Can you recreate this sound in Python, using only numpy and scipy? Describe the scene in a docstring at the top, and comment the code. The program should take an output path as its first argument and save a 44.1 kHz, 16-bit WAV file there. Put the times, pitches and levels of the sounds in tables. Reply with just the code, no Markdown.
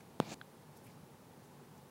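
"""One dry, dull knock, heard close to a small sand-floored enclosure in a quiet room.
A gritty scrape of tiny slips follows, grows brighter and stops dead; then a hard part ticks lightly.
Faint rustles in the sand and soft, low bumps come mostly later, a few just ahead of the knock.
The room's low murmur and a steady hiss lie under it all, on one close microphone."""
import sys
import numpy as np
from scipy import signal
from scipy.fft import rfft, irfft
from scipy.io import wavfile
from scipy.ndimage import uniform_filter1d

SR = 44100
rng = np.random.default_rng(int(sys.argv[2]) if len(sys.argv) > 2 else 0)


def materialize(psi):
    """Save the field psi as 16-bit PCM at rate SR to the path in sys.argv[1].

    A 1-D psi becomes a single channel; in a 2-D psi each row is a channel.
    """
    bounded = np.clip(np.atleast_2d(psi).T, -1, 1)
    quanta = np.round(bounded * 32767).astype(np.int16)
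    wavfile.write(sys.argv[1], SR, quanta)


N = 83790
FREQ_HZ = np.fft.rfftfreq(N, 1 / SR)
TOP_HZ = 15750


def undb(db):
    """Decibels to gain."""
    return 10 ** (np.asarray(db) / 20)


def unit(x):
    """Scale to rms 1."""
    return x / np.sqrt(np.mean(x ** 2))


def gains(points):
    """Gain at every frequency from (freq_hz, level_db) points."""
    hz, db = np.array(points).T
    return undb(np.interp(np.log(np.maximum(FREQ_HZ, 1)), np.log(hz), db))


def colour(x, points):
    """Give a steady sound a spectrum, at rms 1."""
    return unit(irfft(rfft(x) * gains(points), N))


def respond(x, points):
    """Causal response of a heavily damped body with this spectrum."""
    cepstrum = irfft(np.log(gains(points)), N)
    causal_fold = 1 + np.sign(N / 2 - np.arange(N)) * (np.arange(N) > 0)
    return irfft(rfft(x) * np.exp(rfft(cepstrum * causal_fold)), N)


def ring(age, hz, t60):
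    """One decaying mode, silent before its start."""
    age = np.maximum(age, 0)
    return np.sin(2 * np.pi * hz * age) * np.exp(-np.log(1000) * age / t60)


def grains(slips_per_s=6500, spread_db=3):
    """Dense tiny slips of uneven size."""
    slipping = rng.random(N) < slips_per_s / SR
    direction = np.sign(rng.standard_normal(N))
    size_db = spread_db * np.minimum(rng.exponential(size=N), 4)
    return slipping * direction * undb(size_db)


# Room tone around the enclosure: freq_hz, density_db
MURMUR_SPECTRUM = [(25, -40), (50, -25), (80, -11), (115, -4), (150, 2), (205, -6), (240, -3), (290, -10),
                   (420, -7.5), (530, -10.5), (680, -15.5), (840, -10), (1100, -17.5), (1500, -22.5),
                   (2200, -27.5), (5000, -43.5), (16000, -50)]

def room_murmur(level_db=-58, waver_db=.27):
    """The quiet room's low murmur, wavering slightly."""
    window = int(SR / 12)
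    waver = unit(uniform_filter1d(uniform_filter1d(rng.standard_normal(N), window), window))
    return colour(rng.standard_normal(N), MURMUR_SPECTRUM) * undb(level_db + waver_db * waver)


# Noise floor at the microphone: freq_hz, density_db
HISS_SPECTRUM = [(100, -4), (2500, 0), (4000, 0), (6000, -2), (8800, -3), (9800, -0.5), (10800, -3),
                 (11700, -3.5), (12300, -4.5), (14000, -4.5), (16000, -2.5)]

def hiss(level_db=-68):
    """A smooth, steady hiss."""
    return undb(level_db) * colour(rng.standard_normal(N), HISS_SPECTRUM)


# The sand floor, faint even this close: peak_s, width_s, level_db, centre_hz
SAND_RUSTLES = [(.008, 0.0027, -61, 1700), (.008, .003, -67, 6460), (.774, .006, -64, 11300),
                (.776, .016, -69.5, 5270), (.85, .011, -67.5, 9500), (.869, .003, -60.5, 10700),
                (.872, 0.012, -67, 2280), (.903, .005, -66.5, 1930), (.905, 0.026, -73, 5000),
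                (1.452, 0.017, -74.5, 6500), (1.781, .003, -67, 6360)]

def sand_rustles(t, half_width_octaves=.5):
    """Brief swells of fine grains, each in its own broad band."""
    out = 0
    for peak_s, width_s, level_db, centre_hz in SAND_RUSTLES:
        octaves = np.log2(np.maximum(FREQ_HZ, 1) / centre_hz)
        band = 1 / (1 + (octaves / half_width_octaves) ** 2)
        sand = unit(irfft(rfft(grains()) * band, N))
        swell = np.exp(-.5 * ((t - peak_s) / width_s) ** 2)
        out += undb(level_db) * sand * swell
    return out


# Soft bumps near the microphone: start_s, level_db
SOFT_BUMPS = [(.106, -51), (0.876, -52), (.884, -42.5), (1.029, -43)]

def bumps(t, pitch_hz=163, t60_s=.051, attack_s=.0035):
    """Soft nudges stir one low mode."""
    out = 0
    for start_s, level_db in SOFT_BUMPS:
        age = t - start_s
        out += undb(level_db) * np.clip(age / attack_s, 0, 1) * ring(age, pitch_hz, t60_s)
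    return out


# Modes of a small hard part, close by: pitch_hz, level_db, t60_s
HARD_PART_MODES = [(1000, -55, .012), (1415, -42.5, 0.012), (1540, -36.5, 0.016), (2480, -47, 0.0079),
                   (3390, -43, 0.012), (3800, -40.5, 0.0077)]

def tick(t, start_s=.4133, attack_s=.00064, cutoff_hz=5200):
    """A small hard part rings for a few milliseconds; the soft contact leaves no high treble."""
    age = t - start_s
    modes = sum(undb(db) * ring(age, hz, t60) for hz, db, t60 in HARD_PART_MODES)
    attack = np.clip(age / attack_s, 0, 1)
    return signal.sosfilt(signal.butter(10, cutoff_hz, fs=SR, output="sos"), attack * modes)


# Slipping grit at close range: freq_hz, density_db
GRIT_SPECTRUM = [(300, -17), (800, 1.5), (1200, -4.5), (1900, -11), (2400, 4), (3000, -4.5), (4500, -1),
                 (5700, -5), (7000, 3), (8800, -5.5), (11500, -1.5), (13300, -11), (15000, -4)]
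# The body's rumble under the grit: freq_hz, density_db
RUMBLE_SPECTRUM = [(40, -29), (100, -8), (170, 5), (270, -2), (400, -10), (600, -11), (800, -9),
                   (1100, -17), (2000, -23), (6000, -60)]
# Course of that rumble at the microphone: time_s, level_db
RUMBLE_ENVELOPE = [(.21, -48), (.228, -46.5), (.25, -55.5), (.275, -50), (.305, -49), (.316, -42),
                   (.33, -46.5), (.345, -47.5)]

def scrape(t, start_s=.202, end_s=.3455, attack_s=.0015, release_s=.0033):
    """Grit slips louder and brighter as the motion speeds up; the body rumbles until it stops."""
    grit_db, rise_db, fizz_db = -53.5, 9.5, -14.5
    speed = np.clip((t - start_s) / (end_s - start_s), 0, 1) ** 2.08
    contact = np.clip((t - start_s) / attack_s, 0, 1) * np.clip((end_s - t) / release_s, 0, 1)
    edge_hz = np.interp(speed, [0, 1], [5300, 9830])
    slips = rfft(colour(grains(), GRIT_SPECTRUM))
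    grit, step_hz = 0, 500
    # Bands open as the upper edge climbs; a faint fizz stays above it.
    for centre_hz in np.arange(0, TOP_HZ + step_hz, step_hz):
        band = irfft(slips * np.maximum(1 - abs(FREQ_HZ - centre_hz) / step_hz, 0), N)
        opening = 1 / (1 + (centre_hz / edge_hz) ** 10)
        grit += band * np.hypot(opening, undb(fizz_db))
    rumble_db = np.interp(t, *np.array(RUMBLE_ENVELOPE).T)
    rumble = colour(grains(), RUMBLE_SPECTRUM) * undb(rumble_db)
    return contact * (grit * undb(grit_db + rise_db * speed) + rumble)


# The knocked body, heard up close: freq_hz, gain_db
BODY_RESPONSE = [(35, -48), (80, -20), (125, -6), (190, -1), (297, -6), (480, -6), (663, -11), (860, -8),
                 (1410, -14), (2000, -23.5), (2600, -7.5), (3200, -12.5), (4500, -18), (5800, -18.5),
                 (7000, -21), (8300, -12), (10200, -21.5), (11500, -18), (13600, -24), (16000, -22)]

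def knock(start_s=.2013, force_db=-1.5, contact_s=.000398, sag=.41):
    """One very short, sagging push into the damped body."""
    age_samples = np.arange(N) - np.round(start_s * SR)
    contact_samples = contact_s * SR
    contact = (age_samples >= 0) * np.clip(contact_samples - age_samples, 0, 1)
    push = contact * (1 - sag * age_samples / contact_samples)
    return undb(force_db) * respond(push, BODY_RESPONSE)


def scene():
    """All sources at one microphone close to the enclosure."""
    t = np.arange(N) / SR
    return (knock() + scrape(t) + tick(t) + sand_rustles(t) + bumps(t) + room_murmur() + hiss())[None]


def record(dry):
    """The recorder cuts the top steeply."""
    return signal.sosfilt(signal.ellip(10, .1, 70, TOP_HZ, fs=SR, output="sos"), dry)


dry = scene()
out = record(dry)
materialize(out)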